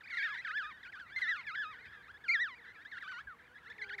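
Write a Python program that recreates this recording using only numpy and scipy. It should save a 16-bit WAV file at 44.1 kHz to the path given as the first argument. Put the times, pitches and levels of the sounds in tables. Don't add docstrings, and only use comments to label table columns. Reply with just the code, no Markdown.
import sys
import numpy as np
from scipy import signal
from scipy.fft import rfft, irfft
from scipy.io import wavfile
from scipy.ndimage import map_coordinates

SR = 44100
rng = np.random.default_rng(int(sys.argv[2]) if len(sys.argv) > 2 else 0)


def to_linear_factor(level_db):
    exponent = np.asarray(level_db, float) / 20
    return 10 ** exponent


def digitize_waveform(pressure):
    field = np.atleast_2d(pressure).T
    bounded = np.clip(field, -1, 1)
    quanta = np.round(bounded * 32767).astype(np.int16)
    wavfile.write(sys.argv[1], SR, quanta)


N = 176400

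# (frequency [Hz], level [dB])
THROAT = [(950, -23), (1250, -6.5), (1750, 0.5), (2000, -0.5), (2800, -7), (3700, -1.5), (6000, -13),
          (12000, -21.5)]
OVERTONE_DB = -8
ATTACK_S, SOFT_ATTACK_S, RELEASE_S = 0.003, 0.006, 0.009
RASP_S, RASP_NEAR_DB = 0.007, -20
FAR_DULL_DB = -1.9
BREAK_HZ = 2050


def along(points, hz):
    f, v = np.transpose(points)
    return np.interp(np.log(hz + 1), np.log(f + 1), v)


def wobble(rate_hz, size=N):
    knots = rng.standard_normal(int(size * rate_hz / SR) + 4)
    return map_coordinates(knots, [1 + np.arange(size) * rate_hz / SR])


def smooth(s, v, t):
    step = np.diff(v) / np.diff(s)
    a, b = step[:-1], step[1:]
    inner = np.where(a * b > 0, 2 * a * b / (a + b + 1e-9), 0)
    if len(inner):
        ends = (2 * step[0] - inner[0], 2 * step[-1] - inner[-1])
    else:
        ends = (step[0], step[0])
    slope = np.r_[ends[0], inner, ends[1]]
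    k = np.clip(np.searchsorted(s, t) - 1, 0, len(s) - 2)
    h = np.diff(s)[k]
    u = (t - s[k]) / h
    base = v[k] + (v[k + 1] - v[k]) * u * u * (3 - 2 * u)
    return base + h * u * (1 - u) * (slope[k] * (1 - u) - slope[k + 1] * u)


def span(s):
    return np.arange(max(s[0] - ATTACK_S, 0), s[-1] + RELEASE_S / 2, 1 / SR)


def add_whistle(out, t, hz, effort_db, rough=1, tilt_db=OVERTONE_DB, rasp_db=0,
                dull_db=FAR_DULL_DB, attack_s=ATTACK_S):
    jitter, flutter_db = 0.011, 1.8
    onset_rasp_db, breath_db = -9, -21
    glide_loss_db, glide_rasp = -0.07, 0.006

    unsteady_hz = hz * (1 + rough * jitter * wobble(250, size=len(t)))
    phase = 2 * np.pi * (np.cumsum(unsteady_hz) / SR + rng.random())
    order = np.arange(1, 15)[:, None]
    waver = np.array([wobble(90, size=len(t)) for _ in order])
    glide = np.abs(np.gradient(np.log2(hz))) * SR

    level_db = tilt_db * np.log2(order) + along(THROAT, order * hz)
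    level_db = level_db + rough * flutter_db * np.sqrt(order) * waver
    level_db = level_db + glide_loss_db * min(rough, 1) * glide * order
    level_db = level_db + dull_db * (order - 1) * hz / 1e3
    tone = to_linear_factor(level_db) * np.sin(order * phase) * (order * hz < SR / 2.5)

    since, until = t - t[0], t[-1] - t
    ramp = np.clip(np.minimum(since / attack_s, until / RELEASE_S), 0, 1)
    edge = np.sin(ramp * np.pi / 2) ** 2
    rasp = to_linear_factor(onset_rasp_db) * (np.exp(-since / RASP_S) + 0.5 * np.exp(-until / RASP_S))
    rasp = rasp + to_linear_factor(breath_db) + glide_rasp * glide * edge
    note = np.array([edge * tone.sum(0), rasp * to_linear_factor(rasp_db)])
    out[:, round(t[0] * SR):][:, :len(t)] += to_linear_factor(effort_db) * note


def voiced(out):
    hz = np.fft.rfftfreq(N, 1 / SR)
    grain = out[1, :N] * rng.standard_normal(N) * to_linear_factor(3 * wobble(400))
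    colour_db = along(THROAT, hz) - 6.5 * np.log2(1 + hz / BREAK_HZ)
    return out[0, :N] + irfft(rfft(grain) * to_linear_factor(colour_db), N)


def wind():
    # (frequency [Hz], density [dB per Hz])
    spectrum = [(22, -39.5), (60, -5.5), (200, -11), (620, -17.5), (830, -14), (1600, -10), (5000, -35),
                (15000, -41)]
    # (time [s], level [dB])
    bumps = [
        (1.17, 7),
        (1.47, 3),
        (1.88, 7),
        (2.1, 4),
        (3.27, 13.5),
    ]
    wind_db, gust_db, bump_s = -65, 1.5, 0.035

    hz = np.fft.rfftfreq(N, 1 / SR)
    t = np.arange(N) / SR
    colour = rfft(rng.standard_normal(N)) * to_linear_factor(along(spectrum, hz))
    low = 1 / (1 + (hz / 130) ** 4)
    gain = to_linear_factor(wind_db) / np.std(irfft(colour, N))
    bump_db = sum(db * np.exp(-((t - s) / bump_s) ** 2) for s, db in bumps)
    lumps = to_linear_factor(gust_db * wobble(1.4) + bump_db)
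    return gain * (irfft(colour * low, N) * lumps + irfft(colour * (1 - low), N))


def adult():
    # (start [s], length [s], level [dB], pitch [Hz])
    phrases = [
        (1.601, 0.26, -75.5, 465),
        (1.855, 0.94, -73.5, 477),
        (3.306, 0.89, -71.5, 476.4),
        (3.714, 0.3, -66.5, 412.6),
        (3.72, 0.27, -75, 335),
    ]
    syllable_rate_hz, upper_db = 11.4, -5

    out, t = np.zeros(N), np.arange(N) / SR
    for s, length_s, db, hz in phrases:
        phase = 2 * np.pi * np.cumsum(hz * (1 + 0.0342 * wobble(37))) / SR
        gate = np.clip(np.minimum(t - s, s + length_s - t) / 0.005, 0, 1)
        if length_s > 0.3:
            gate = gate * np.sin(np.pi * syllable_rate_hz * (t - s)) ** 2
        tone = np.sin(phase) + to_linear_factor(upper_db) * np.sin(2 * phase)
        out += to_linear_factor(db + 4.3 * wobble(20)) * gate * tone
    return out


def crowd(count=170):
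    # (time [s], level [dB])
    busy = [(0, 14), (1.1, 0.5), (1.85, 6.5), (2.1, 0), (2.9, 10), (3.3, -3.5), (4, 10)]
    crowd_db, spread_db = -63.5, 3
    pitch_hz, swing_oct, warble_hz, scrap_s = 1800, 0.21, 15, 0.05

    out = np.zeros((2, N + SR))
    for when, length, turn, size, high in rng.random((count, 5)):
        start_s = when * N / SR
        t = np.arange(int(scrap_s * (0.5 + 0.86 * length) * SR)) / SR
        swing = swing_oct * np.cos(2 * np.pi * (warble_hz * t * (1.4 - length) + turn * 0.65))
        hz = pitch_hz * 2 ** (swing + 0.5 * (high - 0.5) - t)
        db = crowd_db + spread_db * size ** 2 + np.interp(start_s, *np.transpose(busy))
        add_whistle(out, t + start_s, hz, db, rasp_db=RASP_NEAR_DB / 2, attack_s=2 * SOFT_ATTACK_S)
    return voiced(out)


def add_other_chicks(out):
    # (level [dB], turns [(time [s], pitch [Hz])])
    mid_notes = [(-43, [(0.098, 2380), (0.14, 1380), (0.158, 1418), (0.18, 1320)]), (-37, [(0.18, 1868),
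                 (0.207, 2300), (0.24, 1600), (0.29, 1240)]), (-40.5, [(0.105, 2310), (0.15, 2063),
                 (0.19, 2520)]), (-36, [(0.225, 2690), (0.235, 2245), (0.25, 2730)]), (-45.5, [(0.26, 2790),
                 (0.292, 2020), (0.31, 2580)]), (-41, [(0.29, 1630), (0.32, 1694), (0.352, 1794)]),
                 (-41, [(0.345, 2615), (0.365, 1540), (0.39, 2520)]), (-39, [(0.375, 2146), (0.39, 1925),
                 (0.413, 2110)]), (-36.5, [(0.47, 2574), (0.495, 1495), (0.52, 2300)]), (-41, [(.571, 2750),
                 (.59, 1750)]), (-42.5, [(0.62, 1445), (0.65, 1748), (0.675, 1410)]),
                 (-45, [(0.83, 2007), (0.845, 1661), (0.87, 1425), (0.905, 1650)]),
        (-44.5, [(0.922, 2690), (0.94, 1727), (0.98, 1450)]),
        (-46, [(0.955, 1182), (0.97, 1220), (0.998, 1810)]),
        (-52, [(1.0, 1596), (1.05, 1343), (1.095, 1152)]),
        (-46.5, [(1.1, 1384), (1.16, 1800), (1.19, 1407), (1.213, 1860)]),
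        (-44.5, [(1.21, 1653), (1.25, 1460), (1.29, 1294), (1.33, 1430)]),
        (-44.5, [(1.23, 2000), (1.275, 2136), (1.3, 3060)]),
        (-42, [(1.287, 1366), (1.3, 1700), (1.335, 1615), (1.365, 1840)]),
        (-41.5, [(1.467, 2620), (1.5, 2030), (1.52, 2470)]),
                 (-52.5, [(1.84, 2083), (1.87, 1508), (1.9, 1802)]),
        (-56.5, [(1.92, 1740), (2.03, 1567)]),
        (-46, [(2.08, 1165), (2.115, 1727)]),
        (-45, [(2.24, 1800), (2.29, 1366), (2.36, 1387), (2.405, 1044)]),
        (-45, [(2.85, 1544), (2.877, 1957)]),
        (-44, [(2.915, 2205), (2.93, 1700), (2.96, 1425), (2.99, 1360)]),
        (-39.5, [(2.97, 1410), (2.99, 2130)]),
        (-47.5, [(3.005, 2410), (3.02, 1860), (3.07, 1460)]),
        (-40.5, [(3.025, 1828), (3.052, 1150), (3.095, 1983)]),
                 (-41, [(3.078, 1505), (3.1, 1520), (3.15, 1415), (3.215, 1734)]),
        (-38.5, [(3.115, 1438), (3.15, 923), (3.2, 1454)]),
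        (-51.5, [(3.555, 1716), (3.57, 1680), (3.59, 2520)]),
        (-50, [(3.645, 1577), (3.67, 1306), (3.7, 1800)]),
        (-44.5, [(3.7, 1800), (3.71, 1723), (3.73, 2640)]),
        (-47.5, [(3.78, 2735), (3.795, 1800), (3.85, 1537), (3.9, 1760)]),
        (-37.5, [(3.815, 2235), (3.828, 2000), (3.848, 2410)]),
        (-37, [(3.893, 2650), (3.915, 1440), (3.93, 1613), (3.955, 2250)]),
        (-36, [(3.982, 2350), (3.999, 1410)]),
    ]
    # (level [dB], turns [(time [s], pitch [Hz])])
    faint_notes = [(-48.5, [(.008, 1900), (.03, 1200)]), (-47, [(.035, 2100), (.048, 2500), (.068, 1600)]),
                   (-67, [(.045, 1200), (.06, 2000)]), (-45.5, [(.074, 2100), (.092, 2600)]),
                   (-49, [(.415, 2100), (.43, 2650), (.45, 1900)]), (-55.5, [(.7, 1500), (.745, 1850),
                   (.82, 1300)]), (-61, [(.77, 2900), (.782, 1900), (.83, 2250)]), (-48.5, [(.85, 2000),
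                   (.864, 2550), (.882, 2050)]), (-49, [(.838, 1800), (.857, 1570), (.872, 1800)]),
                   (-44, [(.997, 1750), (1.035, 1350)]), (-44, [(1.362, 2900), (1.39, 2100), (1.405, 2200),
                   (1.417, 2900)]), (-47, [(1.36, 1350), (1.385, 1450), (1.42, 1300)]), (-49.5, [(1.43, 2800),
                   (1.452, 1850), (1.465, 1700)]), (-38, [(1.548, 2500), (1.565, 1700), (1.59, 1520)]),
                   (-45, [(1.62, 1700), (1.64, 1750), (1.652, 1400)]),
                   (-54, [(1.715, 2290), (1.745, 1515), (1.835, 2147), (1.89, 1650), (1.92, 1750)]),
               (-56.5, [(1.785, 1890), (1.802, 2450), (1.815, 2100)]), (-48.5, [(1.855, 2250),
               (1.863, 2580), (1.872, 2200)]), (-54.5, [(1.905, 2102), (1.94, 1310), (2.02, 1170)]),
               (-52.5, [(2.14, 1680), (2.165, 1704), (2.182, 2300)]), (-54, [(2.54, 1934), (2.565, 2410),
               (2.62, 1400)]), (-57.5, [(2.64, 1570), (2.685, 2026), (2.76, 1296), (2.84, 1685)]),
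               (-58, [(2.65, 1385), (2.68, 1600), (2.71, 1350)]), (-55.5, [(2.748, 2360), (2.78, 1655),
               (2.81, 1900)]), (-47.5, [(2.93, 1800), (2.945, 1790), (2.96, 2250)]), (-52, [(3.19, 1466),
               (3.225, 1036)]), (-56.5, [(3.385, 2376), (3.41, 1554), (3.43, 2170)]), (-60, [(3.468, 2305),
               (3.5, 1450), (3.55, 1800)]), (-65, [(3.595, 1940), (3.65, 1510)]), (-50, [(3.66, 1660),
               (3.69, 2210)]), (-58.5, [(3.735, 2260), (3.775, 1660)])]
    # (level [dB], turns [(time [s], pitch [Hz])])
    away = [
        (-41, [(3.272, 1668), (3.32, 1320), (3.355, 1026)]),
    ]
    away_overtone_db, sag_db = -24, -3

    facing = mid_notes + faint_notes
    for notes, tilt_db in ((facing, OVERTONE_DB), (away, away_overtone_db)):
        for db, turns in notes:
            s, hz = np.transpose(turns)
            t = span(s)
            effort_db = db + sag_db * np.linspace(-0.5, 0.5, len(t))
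            add_whistle(out, t, np.exp(smooth(s, np.log(hz), t)), effort_db, rough=0.9, tilt_db=tilt_db,
                        rasp_db=tilt_db - OVERTONE_DB, attack_s=SOFT_ATTACK_S)


def add_breaks(out):
    # (start [s], length [s], level [dB])
    breaks = [
        (.142, .036, -51),
        (1.186, .035, -44),
    ]
    # (time [s], level [dB])
    cracks = [
        (1.005, -46),
        (1.162, -45),
        (2.115, -54),
        (2.281, -43),
        (3.705, -49),
    ]
    drop_oct = 1.3

    for s, length_s, db in breaks:
        t = span([s, s + length_s])
        hz = BREAK_HZ * 2 ** (-drop_oct * np.sin(np.pi * (t - s) / length_s) ** 2)
        add_whistle(out, t, hz, db, rough=2.5, tilt_db=-11, rasp_db=12, dull_db=0.3)
    for s, db in cracks:
        out[1, :N] += to_linear_factor(db) * np.exp(-(2 * (np.arange(N) / SR - s) / RASP_S) ** 2)


def add_near_chicks(out):
    # (time [s], pitch [Hz], level [dB])
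    calls = [
        [(0.125, 2027, -46), (0.148, 1895, -35)],
        [(0.172, 2020, -30.5), (0.212, 1593, -36.5), (0.247, 1858, -32.5), (0.3, 1315, -44), (0.36, 895, -53.5)],
        [(0.45, 1800, -33.5), (0.507, 1234, -45.5), (0.577, 1753, -32.5), (0.65, 1197, -45.5),
         (0.685, 1269, -46), (0.73, 906, -60.5)],
        [(1.163, 2040, -31.5), (1.175, 2094, -33), (1.192, 2010, -35)],
        [(1.215, 2135, -44), (1.222, 2032, -30), (1.263, 1720, -36.5), (1.295, 1997, -29.5),
         (1.36, 1329, -42.5), (1.43, 926, -62.5)],
        [(1.468, 1733, -45), (1.485, 1690, -38.5), (1.522, 1234, -44.5), (1.575, 1710, -37.5),
         (1.605, 1714, -34.5), (1.665, 1233, -43), (1.695, 1280, -47), (1.75, 906, -59.5)],
        [(2.283, 2445, -34.5), (2.298, 2102, -24.5), (2.328, 2390, -29), (2.348, 1970, -25.5),
         (2.38, 1608, -36.5), (2.42, 1965, -28), (2.46, 1594, -37), (2.505, 1074, -52.5), (2.55, 950, -63)],
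    ]
    for s, hz, db in (np.transpose(call) for call in calls):
        t = span(s)
        effort_db = smooth(s, db - along(THROAT, hz), t)
        add_whistle(out, t, np.exp(smooth(s, np.log(hz), t)), effort_db, rough=0.3,
                    rasp_db=RASP_NEAR_DB, dull_db=-2.5)


def chicks():
    out = np.zeros((2, N + SR))
    add_other_chicks(out)
    add_breaks(out)
    add_near_chicks(out)
    return voiced(out)


def ground(x):
    t60_s = 0.15
    t = np.arange(SR // 4) / SR
    tail = rng.standard_normal(len(t)) * to_linear_factor(-60 * t / t60_s)
    return signal.fftconvolve(x, tail / np.linalg.norm(tail))[:N]


def scene():
    echo_db = -21
    voices = chicks() + crowd()
    return (voices + to_linear_factor(echo_db) * ground(voices) + adult() + wind())[None]


def low_pass(x):
    return signal.sosfilt(signal.butter(12, 15610, fs=SR, output="sos"), x)


def record(dry):
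    return low_pass(dry)


dry = scene()
out = record(dry)
digitize_waveform(out)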